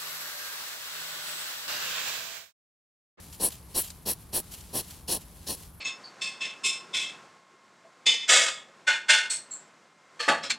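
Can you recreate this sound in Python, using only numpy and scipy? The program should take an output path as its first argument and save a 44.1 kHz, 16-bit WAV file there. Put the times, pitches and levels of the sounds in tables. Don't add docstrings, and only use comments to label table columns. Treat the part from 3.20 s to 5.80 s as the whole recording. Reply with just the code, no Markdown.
import sys
import numpy as np
from scipy import signal
from scipy.fft import rfft, irfft
from scipy.io import wavfile

SR = 44100
rng = np.random.default_rng(int(sys.argv[2]) if len(sys.argv) > 2 else 0)


def pcm_store(signal):
    levels = np.round(np.clip(np.atleast_2d(signal), -1, 1) * 32767)
    wavfile.write(sys.argv[1], SR, levels.astype(np.int16).T)


N = 114660
TIME, FREQS = np.arange(N) / SR, np.arange(N // 2 + 1) * SR / N

# frequency_hz, correlation
HUFF_COHERENCE = [(100, .96), (450, .975), (1000, .95), (1400, .8), (2000, .85), (2600, .98), (4200, .98),
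                  (5000, .88), (6500, .79), (8500, .77), (10300, .82), (11800, .64), (13000, .55),
                  (15000, .2)]
GARDEN_COHERENCE = [(60, 0.97), (200, 0.94), (350, 0.64), (900, .85), (1600, 0.73), (2200, 0.75),
                    (3500, 0.84), (5000, 0.77), (7500, 0.49), (10000, .3), (15000, 0.13)]


def from_db(db):
    return 10 ** (np.asarray(db) / 20)


def unit_rms(x):
    return x / np.sqrt(np.mean(x ** 2) + 1e-20)


def per_bin(points):
    hz, value = np.transpose(points)
    return np.interp(np.log(FREQS + 1), np.log(np.sort(hz)), value)


def coloured(spectrum, source=None, extra_db=0, coherence=GARDEN_COHERENCE):
    if source is None:
        source = rng.standard_normal((2, N))
    mid, side = rfft(source) * from_db(per_bin(spectrum) + extra_db)
    alike = np.clip(per_bin(coherence), -1, 1)
    return unit_rms(irfft(np.sqrt(1 + alike) * mid + np.sqrt(1 - alike) * side * [[1], [-1]], N))


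def drift(corner_hz):
    return unit_rms(irfft(rfft(rng.standard_normal(N)) / (1 + (FREQS / corner_hz) ** 2), N))


def butterworth(x, hz, kind, order):
    return signal.sosfilt(signal.butter(order, hz, kind, fs=SR, output="sos"), x)


def breath(start_s, length_s, level_db, arch_db, crest=0.41):
    attack_s, release_s = 0.0089, 0.0065
    near = slice(*np.searchsorted(TIME, [start_s - attack_s, start_s + length_s + 10 * release_s]))
    age_s = TIME[near] - start_s
    progress = np.clip(age_s / length_s, 0, 1)
    opening = np.clip(age_s / attack_s + .5, 0, 1)
    release = np.exp(-np.maximum(age_s - length_s, 0) / release_s)
    envelope = np.zeros(N)
    envelope[near] = opening * release * from_db(level_db - arch_db * (2 * (progress - crest)) ** 2)
    return envelope


def night():
    # frequency_hz, gain_db
    rumble_spectrum = [(20, -20), (36, -11.5), (55, 2.5), (75, 3), (110, -4.5), (145, -6), (172, -3),
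                       (200, -11.5), (300, -15), (600, -22), (1000, -20), (1500, -27.5), (3000, -43.5),
                       (8000, -53.5), (16000, -48)]
    hiss_spectrum = [(2000, -15.5), (4000, -19.5), (6000, -21.5), (8500, -18.5), (10300, -6.5),
                     (12000, -8.5), (14000, -13.5), (16000, -45)]
    hum_hz = 172.5 + 2.26 * drift(3.5)
    hum = from_db(-63.5) * np.sqrt(2) * np.sin(2 * np.pi * np.cumsum(hum_hz) / SR)
    rumble = from_db(-50.5) * coloured(rumble_spectrum)
    hiss = from_db(-58.5 + 2.1 * drift(18)) * coloured(hiss_spectrum)
    return rumble + hum + hiss


def leaves():
    # frequency_hz, gain_db
    leaf_spectrum = [(200, 7), (800, 2.5), (1600, -1.5), (3000, 2.5), (4200, 4.5), (6500, 3), (10000, 5.5),
                     (13000, 0), (16000, -3)]
    tick_spectrum = [(200, -6), (800, -15), (1600, 4), (3000, 5), (4200, 12), (6500, 9), (9000, 10),
                     (12000, -10), (16000, -22)]
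    # time_s, level_db
    rustle_levels = [(0, -52), (.08, -53.5), (.17, -58), (.38, -52.5), (.44, -64), (.52, -54.5), (.75, -56),
                     (.83, -62.5), (.97, -56.5), (1.11, -62), (1.28, -53), (1.48, -54), (1.77, -51.5),
                     (1.85, -62.5), (2.0, -57.5), (2.15, -57), (2.44, -51.5), (2.6, -77)]
    # start_s, level_db
    ticks = [(.127, -45), (.307, -46), (0.323, -49), (.427, -58), (0.703, -36), (1.409, -45), (1.708, -42),
             (2.022, -65)]
    crackles_per_s, spread_db, tick_decay_s = 1100, 2.8, 0.0045
    sizes = from_db(spread_db * np.minimum(rng.exponential(1, (2, N)), 5))
    signs = rng.choice([-1, 1], (2, N))
    impacts = sizes * signs * (rng.random((2, N)) < crackles_per_s / SR)
    rustle = unit_rms(coloured(leaf_spectrum, impacts) + 1.08 * coloured(leaf_spectrum))
    rustle_envelope = from_db(np.interp(TIME, *np.transpose(rustle_levels)))
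    tick_envelope = sum(from_db(db) * (TIME >= s) * np.exp(-np.clip(TIME - s, 0, .5) / tick_decay_s)
                        for s, db in ticks)
    return rustle * rustle_envelope + tick_envelope * coloured(tick_spectrum)


def resonance_db():
    # centre_hz, half_width_hz, height_db
    resonances = [(1800, 170, 4), (2540, 80, 5), (2870, 80, 7), (3250, 140, 5), (4010, 90, 10),
                  (4350, 110, 11), (4740, 60, 6), (5290, 100, 7), (5640, 120, 10), (6830, 120, 3),
                  (7820, 170, 7), (8540, 70, 5), (8900, 130, 6), (9760, 70, 4), (10220, 80, 6),
                  (11700, 110, 3), (12800, 150, 7)]
    return sum(db * np.exp(-((FREQS - hz) / width) ** 2) for hz, width, db in resonances)


def sniffs():
    # start_s, length_s, level_db
    breaths = [(0.123, 0.044, -44), (0.287, 0.083, -47), (0.599, 0.13, -44), (1.313, 0.056, -42),
               (1.361, 0.069, -51), (1.607, 0.064, -50.5), (1.672, 0.092, -49.5), (1.987, 0.064, -51),
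               (2.36, 0.1, -53)]
    # frequency_hz, gain_db
    spectrum = [(350, -57), (600, -1), (1310, -8.5), (1550, -8), (1720, -7), (2400, -3), (3110, 4.5),
                (3620, -0.5), (4150, 2), (5920, -0.5), (7480, 4.5), (9190, -2), (9980, 5.5), (13900, 3),
                (15900, -10)]
    # frequency_hz, correlation
    coherence = [(500, .9), (2000, 1), (3000, 1), (5000, 0.91), (7500, 0.58), (10000, 0.27), (15000, 0.12)]
    envelope = sum(breath(start_s, length_s, db, arch_db=11.5) for start_s, length_s, db in breaths)
    flow = coloured(spectrum, extra_db=0.16 * resonance_db(), coherence=coherence)
    return flow * envelope * from_db(2.75 * drift(63))


def huffs():
    # start_s, length_s, rush_db, hiss_db, top_db, flutter_db, flutter_s,
    # rush_crest_fraction, hiss_arch_db, hiss_pitch_ratio
    pushes = [(0.197, 0.093, -35.5, -22.5, -27, -38.5, 0.094, 0.46, 23, 0.98),
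              (0.545, 0.081, -35.5, -26.5, -24, -38, 0.061, .33, 16, 0.96),
              (0.857, 0.079, -34, -28.5, -27, -38, 0.066, 0.39, 15.5, 1.03),
              (1.128, 0.076, -34.5, -27.5, -26.5, -39, 0.074, 0.42, 14, 0.98),
              (1.531, 0.081, -35, -30.5, -29.5, -39, 0.086, 0.62, 13.5, 1),
              (1.879, .095, -31.5, -29, -32.5, -39, 0.098, 0.43, 12.5, 0.99),
              (2.268, 0.085, -34.5, -35.5, -37.5, -42.5, 0.079, 0.34, 11, 0.97)]
    # frequency_hz, gain_db
    rush_spectrum = [(800, -40), (1230, -15), (1750, -6), (2150, -13), (2700, -2), (3500, 0), (4500, 2),
                     (6000, 1.5), (6900, 1), (7500, -10), (8500, -3)]
    hiss_spectrum = [(6500, -25), (7500, -7.5), (8300, -6), (9200, -2.5), (9800, 2), (10500, 5),
                     (11300, 0.5), (12200, -6.5), (13500, -26)]
    top_spectrum = [(10500, -16), (11700, -10), (12150, -1), (12400, 5), (13100, -7), (13850, 2),
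                    (14350, -23), (14950, -36), (15300, -25), (15900, 1)]
    closing_s, closing_db = 0.004, -3
    shaping = dict(extra_db=resonance_db(), coherence=HUFF_COHERENCE)
    rush, top = coloured(rush_spectrum, **shaping), coloured(top_spectrum, **shaping)
    air, flutter_envelope = np.zeros((2, N)), np.zeros(N)
    for start_s, length_s, rush_db, hiss_db, top_db, flutter_db, flutter_s, crest, arch_db, ratio in pushes:
        hiss = coloured([(hz * ratio, db) for hz, db in hiss_spectrum], **shaping)
        jet = breath(start_s, length_s, 0, arch_db, crest=.53)
        flare = breath(start_s + length_s - closing_s, closing_s, closing_db, arch_db)
        air += np.hypot(jet, flare) * (from_db(hiss_db) * hiss + from_db(top_db) * top)
        air += rush * breath(start_s, length_s, rush_db, arch_db=8.5, crest=crest)
        flutter_envelope += breath(start_s, flutter_s, flutter_db, arch_db=9, crest=0.47)
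    turbulence = from_db(drift(270))
    return air * turbulence + flutter() * flutter_envelope


def flutter():
    # frequency_hz, gain_db
    air_spectrum = [(120, 4.5), (300, 7), (550, 3.5), (850, -22.5), (1050, 6), (1250, -44), (2500, -60)]
    flaps_per_s, jitter, spread_db = 165, .3, 3
    gaps, sizes = rng.standard_normal((2, 1000))
    onsets = (np.cumsum(np.exp(jitter * gaps)) / flaps_per_s * SR).astype(int)
    flaps = np.zeros(N)
    flaps[onsets[onsets < N]] = from_db(spread_db * np.clip(sizes[onsets < N], -2, 1))
    pops = butterworth(flaps, 233, "high", order=2)
    pops = butterworth(pops, 556, "low", order=1)
    pops = butterworth(pops, 1037, "low", order=8)
    return unit_rms(pops) + from_db(-1.5) * coloured(air_spectrum, coherence=HUFF_COHERENCE)


def squeak():
    # start_s, length_s, from_hz, to_hz, level_db
    glide = (.614, .009, 13400, 10200, -27)
    start_s, length_s, from_hz, to_hz, level_db = glide
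    pitch_hz = np.interp(TIME, [start_s, start_s + length_s], [from_hz, to_hz])
    tone = np.sqrt(2) * np.sin(2 * np.pi * np.cumsum(pitch_hz) / SR)
    return tone * drift(240) * breath(start_s, length_s, level_db, arch_db=11)


def scene():
    # frequency_hz, left_minus_right_db
    balance = [(60, .7), (600, 1.1), (2500, .1), (5000, .2), (5700, 1.8), (7300, -.5), (8700, 1.5),
               (9700, 4.5), (10300, 1.5), (10750, -4), (11300, 1), (11900, 4), (12600, 0), (15000, .5)]
    animals = huffs() + squeak() + sniffs()
    animals = irfft(rfft(animals) * from_db(per_bin(balance) * [[.5], [-.5]]), N)
    garden = (leaves() + night()) * from_db([[0.47], [-0.47]])
    return animals + garden


def record(dry):
    cutoff_hz = 15900
    return signal.sosfilt(signal.ellip(12, .1, 80, cutoff_hz, fs=SR, output="sos"), dry)


dry = scene()
out = record(dry)
pcm_store(out)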